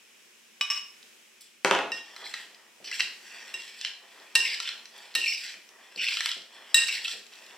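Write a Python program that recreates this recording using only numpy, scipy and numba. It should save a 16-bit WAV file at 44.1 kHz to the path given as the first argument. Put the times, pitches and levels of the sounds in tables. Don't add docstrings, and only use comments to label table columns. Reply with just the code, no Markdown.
import sys
import numpy as np
from scipy import signal
from scipy.fft import rfft, irfft
from scipy.io import wavfile
from scipy.ndimage import map_coordinates
from numba import njit

SR = 44100
rng = np.random.default_rng(int(sys.argv[2]) if len(sys.argv) > 2 else 0)


def unload_audio(sound):
    columns = np.transpose(np.atleast_2d(sound))
    steps = np.round(np.clip(columns, -1, 1) * 32767)
    wavfile.write(sys.argv[1], SR, steps.astype(np.int16))


def invert_db(level):
    return 10 ** (np.asarray(level, dtype=float) / 20)


N = 333837
HZ = np.maximum(np.fft.rfftfreq(N, 1 / SR), 1)

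# start_s, peak_db, brightness_db_per_octave
SET_DOWN = [
    (1.6476, -6.5, 2.5),
    (1.711, -7, -0.5),
    (1.73, -33, -9),
    (1.75, -15.5, -1),
    (1.789, -17, -2.5),
]
# start_s, peak_db, treble_db, low_db, middle_db
CLINKS = [
    (1.919, -19.5, -22, -7, -18.5),
    (3.5409, -23, -14, -15.5, -18),
    (4.354, -8, -7, -11, -21),
    (5.1534, -15.5, -5, -7, -13),
    (6.7446, -12, 3.5, -6, -2),
]
# start_s, length_s, rub_db, rumble_db
TURNS = [(2.012, 0.2, -54, -55), (2.79, 0.17, -52, -66), (3.186, 0.36, -50, -61), (4.011, 0.55, -58.5, -61),
         (4.877, 0.15, -52.5, -59.5), (5.73, 0.49, -58.5, -66), (6.46, 0.55, -55.5, -62.5),
         (7.25, 0.74, -57.5, -64.5)]
TURN_ATTACK_S, TURN_FADE_DB_PER_S = 0.083, 53
# start_s, length_s, level_db, first_hz, overtone_db
SONGS = [(2.225, 0.04, -44, 2180, 8), (2.907, 0.024, -31, 2050, -24), (2.991, 0.0063, -19.5, 2734, -16),
         (3.791, 0.084, -38, 2980, -17), (4.417, 0.12, -27.5, 2730, -2.5), (4.641, 0.02, -32.5, 3225, -14),
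         (5.17, 0.069, -28, 2960, -28), (5.236, 0.035, -28, 2780, -18), (5.29, .08, -33, 2764, 1),
         (5.972, 0.118, -26, 2970, -9), (6.107, 0.034, -27, 2500, -8), (6.87, 0.099, -30, 2740, -3.5),
         (7.04, 0.03, -27, 3300, -20), (2.84, .04, -35, 3050, 0)]


def rms_one(x):
    return x / np.sqrt(np.mean(x ** 2) + 1e-20)


def in_time(rows):
    s, *columns = np.transpose(rows)
    return [np.interp(np.arange(N) / SR, s, c) for c in columns]


def at_hz(points, hz):
    return np.interp(np.log(hz), np.log(np.array(points)[:, 0]), np.array(points)[:, 1])


def coloured(x, spectrum):
    return rms_one(irfft(rfft(x) * invert_db(at_hz(spectrum, HZ)), N))


def drift(rate_per_s):
    knots = rng.standard_normal(4000)
    return map_coordinates(knots, [np.arange(N) * rate_per_s / SR % 3990], order=1)


def grains(per_s, spread_db):
    sizes = invert_db(spread_db * np.minimum(rng.exponential(1, N), 4))
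    signs = rng.choice([-1, 1], N)
    return rms_one(sizes * signs * (rng.random(N) < per_s / SR))


def ring(clicks, hz, t60_s):
    r = invert_db(-60 / (max(t60_s, .002) * SR))
    w = 2 * np.pi * hz / SR
    return signal.lfilter([0, np.sin(w)], [1, -2 * r * np.cos(w), r * r], clicks + 1e-18)


@njit
def glide(x, turn, r):
    y = np.zeros(len(x))
    for i in range(2, len(x)):
        y[i] = x[i] - x[i - 2] + 2 * r * turn[i] * y[i - 1] - r * r * y[i - 2]
    return y


def moving_ring(x, hz, width_hz):
    return rms_one(glide(x, np.cos(2 * np.pi * hz / SR), np.exp(-np.pi * width_hz / SR)))


def band(x, low_hz, high_hz):
    return rms_one(signal.sosfilt(signal.butter(4, [low_hz, high_hz], "band", fs=SR, output="sos"), x))


def in_band(x, low_hz, high_hz):
    return signal.sosfilt(signal.butter(2, [low_hz, high_hz], "band", fs=SR, output="sos"), x)


def above(x, hz):
    return signal.sosfilt(signal.butter(3, hz, "high", fs=SR, output="sos"), x)


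def train(rows, db):
    clicks = np.zeros(N)
    clicks[[round(row[0] * SR) for row in rows]] = invert_db(db)
    return clicks


def swells(rows, db, attack_s, fade_db_per_s):
    t, gain = np.arange(0, N + 16, 16) / SR, 0
    for (s, length_s, *_), level_db in zip(rows, db):
        rise = np.clip((t - s) / max(attack_s, .001), 0, 1) ** 2
        fade_db = fade_db_per_s * np.maximum(t - s - length_s, 0)
        gain = np.hypot(gain, rise * invert_db(level_db - fade_db))
    return np.interp(np.arange(N) / SR, t, gain)


def pair(alike):
    mid, side = rfft(rng.standard_normal((2, N)))
    share = np.clip(at_hz(alike, HZ), 0, 1)
    return irfft(np.sqrt(1 + share) * mid + np.sqrt(1 - share) * side * [[1], [-1]], N)


def room_floor():
    # hz, db_per_hz
    floor_spectrum = [(12, -52.5), (20, -32), (165, -15.5), (230, 1), (265, -10.5), (361, -1.5),
                      (709, -9.5), (1350, -8), (1470, -6), (2890, -1), (4410, -9.5), (5210, -6), (6710, -7),
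                      (15200, -18), (16500, -22)]
    # hz, left_right_likeness
    floor_alike = [(60, 0.86), (300, 0.1), (2000, 0.38), (6000, 0.21), (14000, 0.091)]
    return invert_db(-58 + 1.4 * drift(3.8)) * coloured(pair(floor_alike), floor_spectrum)


def fan():
    # pitch_hz, width_hz, level_db
    whistles = [(2480, 260, -68), (2960, 60, -78), (5310, 90, -75), (7810, 50, -80)]
    air = rng.standard_normal((2, N))
    out = 0
    for hz, width_hz, db in whistles:
        whistle = ring(air[0] + .6 * air, hz, 2.2 / width_hz)
        out = out + invert_db(db) * rms_one(above(whistle, 1500))
    return out


def kitchen(x):
    # hz, t60_s
    room_t60 = [(150, 0.57), (600, 0.48), (2000, 0.43), (6000, 0.44), (14000, 0.28)]
    # hz, left_right_likeness
    room_alike = [(150, 0.87), (1000, 0.88), (3000, 0.82), (8000, 0.12)]
    length, edges_hz = SR * 3 // 4, 90 * 2 ** np.arange(0, 8.0)
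    white, t, tail = pair(room_alike)[:, :length], np.arange(length) / SR, 0
    for low, high in zip(edges_hz, np.minimum(2 * edges_hz, .45 * SR)):
        decay = invert_db(-60 * t / at_hz(room_t60, np.sqrt(low * high)))
        tail = -tail + in_band(white, low, high) * decay
    tail = tail * np.clip(t / 0.0066 - .4, 0, 1)
    return signal.fftconvolve(x[None], tail / np.sqrt(np.sum(tail[0] ** 2)))[:, :N]


def ports(x):
    # hz, left_minus_right_db
    balance = [(60, 0.5), (110, 2.5), (200, 3), (380, -0.5), (700, 1), (1290, 0.5), (2380, 0.5), (4400, -2),
               (8120, 4.5), (15000, -1)]
    # hz, left_lead_rad
    lead = [(0, 0), (3360, 0.36), (3700, 0.75), (4570, 0.41), (5510, 1), (6800, -2.55), (8100, 0.99),
            (9390, 1), (9990, -1.8), (11000, 1), (13200, 1), (14200, 0.62), (15300, 0.0), (16500, 0.46)]
    half = invert_db(at_hz(balance, HZ) / 2) * np.exp(.5j * at_hz(lead, HZ))
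    return irfft(rfft(x) * np.array([half, 1 / half]), N)


def thump():
    blows = train(CLINKS, np.array(CLINKS)[:, 1] - 64) + train(SET_DOWN, np.array(SET_DOWN)[:, 1] - 62)
    return ring(blows, 38, 0.25) + invert_db(2) * ring(blows, 62, 0.15) + invert_db(-6) * ring(blows, 120, 0.08)


def panel():
    # mode_hz, level_db, t60_s
    panel_modes = [(337, -39, .12), (401, -23.5, 0.13), (525, -14, 0.061), (620, -24, 0.069),
                   (752, -33, 0.14), (858, -24, 0.12), (963, -22, 0.065)]
    chance_db = rng.normal(0, 2.1, (len(panel_modes), len(SET_DOWN)))
    peak_db = np.array(SET_DOWN)[:, 1]
    out = np.zeros(N)
    for (hz, db, t60_s), spread_db in zip(panel_modes, chance_db):
        out += ring(train(SET_DOWN, peak_db + db + spread_db), hz, t60_s)
    return out


def set_down():
    # hz, db_per_hz
    thud_spectrum = [(120, -40), (180, -25), (350, -7), (600, -1), (900, -2), (1400, -1.5), (2000, -5),
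                     (2800, 0.5), (4000, -13), (6000, -9), (8000, -24), (15000, -26)]
    # hz, t60_s
    thud_t60 = [(200, 0.044), (1000, 0.098), (3000, 0.013), (10000, 0.0049)]
    out, span, edges_hz = np.zeros(N), SR // 4, 130 * 2 ** np.arange(0, 7, .5)
    t, click = np.arange(span) / SR, signal.unit_impulse(span)
    for s, db, tilt_db in SET_DOWN:
        thud, white = 0, rng.standard_normal(span)
        for low, high in zip(edges_hz, edges_hz[1:]):
            hz = np.sqrt(low * high)
            drive = 8.2 * click + white * invert_db(-60 * t / at_hz(thud_t60, hz))
            gain = invert_db(at_hz(thud_spectrum, hz) + tilt_db * np.log2(hz / 1000))
            thud = -thud + gain * in_band(drive, low, high)
        out[round(s * SR):][:span] += invert_db(db) * thud / np.abs(thud).max()
    return out


def cup():
    # start_s, peak_db
    taps = [
        (0.611, -15),
        (0.7018, -14.5),
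    ]
    # start_s, length_s, level_db
    drags = [
        (0.607, .004, -23.5),
        (0.699, 0.0049, -20),
        (0.74, 0.038, -31.5),
        (0.818, 0.045, -67),
    ]
    # mode_hz, first_tap_db, second_tap_db, t60_s
    cup_modes = [(1176.4, -9.5, -10.5, 0.13), (2230, -13, -43, 0.12), (2496, 5.5, -19, 0.047),
                 (2553, -25, -5.5, 0.066), (2873, -12, -8, 0.055), (2954, 4, -3, 0.06),
                 (3330, -6, -13, 0.043), (3770, 4.5, -11, 0.023), (4650, -10, -18, 0.037),
                 (5290, 1, -9.5, 0.026), (5390, -9, 2.5, 0.028), (5600, -34, -40, .06),
                 (7630, -14, -17, 0.054), (7900, -37, -35, .08)]
    drag_gain = swells(drags, np.array(drags)[:, 2], attack_s=0.0058, fade_db_per_s=486)
    drag = drag_gain * grains(7300, spread_db=4.0)
    level_db = np.array(taps)[:, 1] - 9
    out = .8 * train(taps, level_db) + invert_db(-10) * in_band(drag, 1450, 4800)
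    for hz, first_db, second_db, t60_s in cup_modes:
        struck = train(taps, level_db + [first_db, second_db])
        out += ring(struck + invert_db(second_db - 28.5) * drag, hz, t60_s)
    return above(out, 1160)


def turning():
    # hz, db_per_hz
    rumble_spectrum = [(24, -70), (40, -40), (141, -46), (206, -19), (377, -5), (460, -6), (1010, -2),
                       (1500, -7.5), (1950, 2), (3300, -120)]
    # start_s, level_db
    nudges = [(2.438, -64), (2.801, -57.5), (3.0, -55), (3.54, -63), (4.355, -49.5), (5.153, -55),
              (5.549, -66), (5.958, -53.5), (6.36, -59), (6.746, -53), (7.129, -55)]
    lumps = grains(900, spread_db=0.5) * invert_db(3.0 * drift(22))
    base = swells(TURNS, np.array(TURNS)[:, 3], TURN_ATTACK_S, TURN_FADE_DB_PER_S)
    settling = swells(TURNS[:1], [-67.5], TURN_ATTACK_S, 0)
    pushes = [(s, 0.0082) for s, _ in nudges]   # start_s, length_s
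    rock = swells(pushes, np.array(nudges)[:, 1], attack_s=0.0022, fade_db_per_s=200)
    return (base + settling) * coloured(lumps, rumble_spectrum) + rock * band(lumps, 170, 900)


def knocks():
    # start_s, peak_db, ring_hz, treble_db
    high_knocks = [(1.028, -40.5, 4800, -10), (1.409, -43, 2300, 17), (1.418, -43, 5200, 18),
                   (2.5457, -41, 5000, -24), (2.844, -31.5, 3020, -4.5), (2.9988, -17, 2200, -30),
                   (3.0048, -9, 2750, -16), (3.8124, -22, 3150, -23), (3.8486, -14.5, 3100, -32),
                   (4.3525, -11, 4400, 6), (4.3565, -8, 2840, 2), (4.8552, -33.5, 2900, -18),
                   (5.1511, -14, 3800, 6), (5.1555, -15, 2800, 0), (5.141, -34, 4500, -15),
                   (5.9605, -26, 4450, -10), (6.122, -19, 3150, -31), (6.4187, -38, 3540, -23),
                   (6.7443, -9, 3850, 4), (6.885, -20, 2800, -17), (7.3351, -38.5, 3850, -3),
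                   (7.441, -41, 5130, -13), (7.355, -41, 7200, 0), (7.464, -39, 7000, -2),
                   (4.2, -44, 4500, -8), (5.69, -40, 5600, 2), (7.194, -40, 6800, -4),
                   (7.266, -39, 6760, -12)]
    # start_s, peak_db, ring_hz, treble_db
    deep_knocks = [(2.163, -29, 2000, -6), (2.266, -34, 2300, -25), (2.3395, -19, 2030, -32),
                   (2.9145, -28, 2020, -16), (3.679, -34, 3050, -18), (4.6017, -15.5, 2940, -9),
                   (4.6897, -18.5, 3200, -36), (4.9786, -44, 3180, 16), (5.541, -32, 2300, -17),
                   (6.085, -22, 4270, -26), (6.17, -16, 2980, -30), (6.2063, -15.5, 2100, -11),
                   (6.2592, -11, 3540, -6), (6.29, -27, 3850, -18), (6.3155, -16.5, 3270, -33),
                   (7.0523, -27, 3740, -8), (7.08, -21, 3540, -30)]
    # mode_hz, level_db, t60_s
    damped_modes = [(2100, -34, 0.087), (3060, -14, 0.02), (4073, 3, 0.0063), (5250, -31, 0.0044),
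                    (5020, 2, 0.0026)]
    rows = [(*row, -50) for row in high_knocks] + [(*row, -19) for row in deep_knocks]
    out, span = np.zeros(N), 1800
    chance_db = rng.normal(0, 4.0, (len(rows), len(damped_modes)))
    decay = invert_db(-60 * np.arange(span) / SR / 0.018)
    bounces = rng.standard_normal((len(rows), span))
    for k, (s, db, hz, treble_db, hollow_db) in enumerate(rows):
        contact = 0.56 * signal.unit_impulse(span) + 0.32 * bounces[k] * decay
        wall = 0
        for (mode_hz, mode_db, t60_s), spread_db in zip(damped_modes, chance_db[k]):
            wall = wall + invert_db(mode_db + spread_db) * ring(contact, mode_hz, t60_s)
        hit = in_band(wall + invert_db(3) * ring(contact, hz, .006), 1700, 7500)
        hollow = above(ring(contact, 1396, 0.033), 1070)
        crack = in_band(bounces[k], 7000, 12600) * decay
        layers = hit / np.abs(hit).max() + invert_db(hollow_db) * hollow / np.abs(hollow).max()
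        layers = layers + invert_db(treble_db - 13.5) * crack
        out[round(s * SR):][:span] += invert_db(db) * layers
    return out


def clinks():
    # mode_hz, level_db, t60_s, split_hz
    bowl_modes = [(400, -26, 0.16, 30), (925, -27.5, 0.38, 14.5), (1033, -27.5, 0.42, 5.2),
                  (1846, 2.5, 0.32, 8.7), (2768, 2.5, 0.13, 10.8), (3560, -22, 0.12, 60),
                  (3850, 12.5, 0.16, 36), (4500, -24, 0.12, 35), (5100, 4, 0.09, 17), (5300, -9, 0.15, 45),
                  (5700, -1, .1, 170), (6400, -8, 0.16, 20), (7310, -10, 0.17, 60), (7580, -9, .1, 70),
                  (7800, -8, 0.17, 79), (7950, -7.5, 0.19, 39), (7994, -4, 0.24, 81), (8370, -8, 0.11, 92),
                  (11000, -7, 0.066, 56), (10870, -37.5, 0.032, 110), (13000, -37, 0.11, 90),
                  (14800, -13, .07, 120)]
    # start_s, length_s, level_db
    chatter = [
        (6.755, 0.063, -57),
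        (5.157, .03, -73),
        (4.365, 0.042, -72),
    ]
    # time_s, gain_db
    sinking = [
        (6.835, 1.5),
        (6.85, -12),
    ]
    _, level_db, treble_db, low_db, middle_db = np.transpose(CLINKS)
    high_db = -7 + 0.1 * treble_db
    body, rim, bright = np.zeros((3, N))
    rub = swells(chatter, np.array(chatter)[:, 2], 0.012, 600) * grains(1500, spread_db=3.0)
    groups_db = [0, low_db, 0, middle_db, high_db, treble_db]
    for hz, db, t60_s, split_hz in bowl_modes:
        colour_db = groups_db[np.searchsorted([1300, 2300, 3300, 4300, 6000], hz)]
        chance_db = rng.normal(0, 1.5, (2, len(CLINKS)))
        rub_db = db - 29 * abs(np.log2(hz / 2800))
        heard = body if hz < 1300 else rim if hz < 7000 else bright
        for side, spread_db in zip((-.5, .5), chance_db):
            blows = train(CLINKS, level_db + colour_db + db - 14.5 + spread_db)
            heard += ring(blows + invert_db(rub_db) * rub, hz + side * split_hz, t60_s)
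    shimmer = invert_db(4.5 * drift(90) - 3)
    return invert_db(in_time(sinking)[0]) * (above(body, 320) + above(rim, 1330) + shimmer * bright)


def slips():
    # peak_s, peak_db, ring_hz
    slip_events = [(2.266, -33, 2110), (2.917, -30, 2030), (2.9277, -25, 2700), (2.9346, -28, 2790),
                   (3.8718, -30, 2920), (4.4044, -22, 2800), (4.4232, -24, 2780), (4.4272, -24, 2720),
                   (4.4533, -21, 2760), (4.4578, -24, 2250), (4.4691, -25, 2240), (4.4904, -26, 2760),
                   (4.5165, -27, 2240), (4.5278, -26, 2270), (4.5404, -26, 2110), (4.6631, -31, 3060),
                   (5.2067, -25, 2730), (5.2156, -26, 2750), (5.225, -27, 2710), (5.2402, -21, 2730),
                   (5.2459, -19, 2680), (5.2611, -20, 2660), (5.2656, -20, 2420), (5.2708, -20, 2400),
                   (5.2798, -18, 2710), (5.2866, -23, 2360), (5.298, -24, 2750), (5.3204, -28, 2310),
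                   (5.3249, -26, 2240), (5.3297, -27, 2900), (5.3446, -28, 2470), (5.3802, -29, 2470),
                   (5.9762, -30, 2920), (5.9802, -29, 2830), (5.9965, -26, 2810), (6.003, -23, 2650),
                   (6.0154, -26, 2820), (6.0348, -24, 2560), (6.0429, -24, 2120), (6.0678, -22, 2590),
                   (6.0757, -21, 2790), (6.0854, -20, 2580), (6.0902, -24, 2620), (6.1114, -28, 2350),
                   (6.131, -25, 2490), (6.2131, -29, 2010), (6.2703, -27, 2130), (6.2938, -30, 3320),
                   (6.3222, -30, 2850), (6.8654, -28, 2780), (6.8712, -27, 2730), (6.8932, -24, 2730),
                   (6.8995, -28, 2570), (6.912, -27, 2300), (6.9265, -26, 2750), (6.9356, -29, 2720),
                   (6.9717, -29, 1920), (6.98, -29, 2260), (7.0507, -27, 2620), (7.0565, -23, 2640),
                   (2.2578, -34, 4150), (2.8608, -36, 5090), (2.9325, -33, 4070), (2.9874, -34, 4300),
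                  (3.0181, -28, 4010), (3.0244, -31, 4010), (3.0436, -33, 3780), (3.8201, -35, 3490),
                  (3.8587, -33, 4100), (3.8679, -33, 3980), (4.3922, -27, 5300), (4.4062, -28, 5580),
                  (4.4157, -30, 5050), (4.4407, -29, 5240), (4.452, -25, 5260), (4.4662, -28, 5210),
                  (4.4763, -29, 5320), (4.5029, -31, 5060), (4.5229, -29, 5070), (4.5341, -25, 4960),
                  (4.5402, -28, 4900), (4.5459, -30, 4100), (4.6581, -34, 3630), (4.6636, -35, 4120),
                  (5.2047, -32, 3660), (5.2085, -34, 3690), (5.2602, -33, 3970), (5.2791, -28, 5230),
                  (5.2835, -20, 5380), (5.2911, -23, 5450), (5.3038, -28, 5140), (5.3233, -30, 5090),
                  (5.3382, -29, 4940), (5.3586, -32, 5040), (5.3895, -33, 4940), (6.0337, -31, 4260),
                  (6.0451, -28, 4300), (6.052, -29, 5030), (6.0681, -27, 5030), (6.0857, -26, 4270),
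                  (6.0943, -32, 4440), (6.1029, -33, 4380), (6.138, -30, 5000), (6.1882, -32, 4210),
                  (6.2372, -32, 3990), (6.2478, -31, 4050), (6.2917, -26, 3850), (6.9167, -31, 5040),
                  (6.9217, -30, 4060), (6.9372, -29, 4090), (6.9511, -28, 4150), (6.9559, -30, 4130),
                  (6.97, -33, 4170), (7.0182, -34, 4400), (7.0472, -30, 3660), (7.0545, -28, 3820),
                  (7.0861, -32, 3390), (7.11, -32, 3520), (7.1148, -32, 4030), (7.1224, -34, 3940)]
    rise_s, t60_s = .0016, .018
    out, t = np.zeros(N), np.arange(1500) / SR
    rise = np.sin(np.pi / 2 * np.minimum(t / rise_s, 1)) ** 2
    shape = rise * invert_db(-60 * np.maximum(t - rise_s, 0) / t60_s)
    rows = slip_events
    for (s, db, hz), phase in zip(rows, rng.random(len(rows))):
        slip = shape * np.sin(2 * np.pi * (hz * t + phase))
        out[round((s - rise_s) * SR):][:len(t)] += invert_db(db + 0.5) * slip
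    return out


def patches(grit, low_hz, high_hz, count, patchy_db):
    out = 0
    for k, hz in enumerate(np.geomspace(low_hz, high_hz, count)):
        out = out + (-1) ** k * invert_db(patchy_db * drift(14)) * ring(grit, hz, 28 / hz) * hz
    return band(out, 1.117 * low_hz, 1.286 * high_hz)


def song(grit, db, ratio, width_hz):
    sag_hz_per_s = 3060
    curve = []
    for s, length_s, _, first_hz, _ in sorted(SONGS):
        for late_s in (0, length_s):
            curve.append((s + late_s, ratio * (first_hz - sag_hz_per_s * late_s)))
    hz, = in_time(curve)
    upper = moving_ring(moving_ring(grit, hz, width_hz), hz, width_hz)
    twin = moving_ring(moving_ring(grit, 0.855 * hz, width_hz), 0.857 * hz, width_hz)
    twin = invert_db(3.0 * drift(12)) * twin
    return swells(SONGS, db - 11, attack_s=0.0073, fade_db_per_s=500) * (upper + 0.66 * twin)


def slide():
    # start_s, length_s, pressure_db, loaded_wall_db, hiss_db
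    strokes = [(2.15, 0.13, -67, -1, -4), (2.243, 0.17, -55.5, 5.5, -3.5), (2.838, .045, -52, 0, -12),
               (2.9, 0.061, -47, 4, -7), (2.984, 0.024, -42, -19, -4.5), (3.575, 0.31, -57.5, -3.5, -9),
               (3.776, 0.095, -47, 3.3, -12), (4.377, .17, -43.5, 0, -4.5), (4.582, 0.12, -46.5, 6, -10),
               (5.165, 0.17, -41, -14, -6.5), (5.347, 0.15, -45, 1, -9), (5.96, 0.095, -49.5, 12.5, -6),
               (6.017, 0.18, -41.5, 1, -6), (6.168, 0.15, -46.5, 5.5, -4), (6.742, .08, -37, -6, -14),
               (6.85, 0.14, -42.5, -1, -7), (7.03, .09, -44, 2, -4), (1.395, .05, -58, 0, -3),
               (1.91, .06, -52, 5, -8)]
    # hz, db_per_hz
    hiss_spectrum = [(5500, -30), (6600, -7), (7700, 1), (8500, -4), (9300, -17), (10800, -10),
                     (12200, -17), (15500, -18), (16600, -45)]
    attack_s, loading_s, fade_db_per_s = 0.016, 0.077, 256
    _, _, db, loaded_db, hiss_db = np.transpose(strokes)
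    rub = swells(TURNS, np.array(TURNS)[:, 2], TURN_ATTACK_S, TURN_FADE_DB_PER_S)
    low = swells(strokes, db + loaded_db, loading_s, fade_db_per_s) + rub
    middle = swells(strokes, db, attack_s, fade_db_per_s) + invert_db(-4) * rub
    hiss = swells(strokes, db + hiss_db, attack_s, fade_db_per_s) + invert_db(-13) * rub
    grit = grains(2500, spread_db=3.0) * invert_db(2.4 * drift(90))
    low = low * patches(grit, 1450, 3400, count=8, patchy_db=3.0)
    middle = middle * patches(grit, 3300, 5600, count=7, patchy_db=3.0)
    hiss = hiss * invert_db(2.2 * drift(40)) * coloured(grit, hiss_spectrum)
    _, _, song_db, _, over_db = np.transpose(SONGS)
    songs = song(grit, song_db, ratio=1, width_hz=240)
    songs = songs + song(grit, song_db + over_db, ratio=1.9, width_hz=600)
    return low + middle + hiss + above(songs, 670)


def scene():
    near = cup() + clinks() + knocks() + slide() + turning() + slips()
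    thud = above(set_down() + panel(), 175)
    tail = kitchen(invert_db(-5.5) * near + invert_db(-2) * thud)
    return above(ports(near + thud) + tail, 117) + room_floor() + fan() + thump()


def roll_off(x):
    return signal.sosfilt(signal.butter(12, 16990, fs=SR, output="sos"), x)


def record(dry):
    rounded = dry / np.sqrt(np.sqrt(1 + (dry / .9) ** 4))
    top_cut = signal.cheby2(10, 50, 16900, fs=SR, output="sos")
    return roll_off(signal.sosfilt(top_cut, rounded))


dry = scene()
out = record(dry)
unload_audio(out)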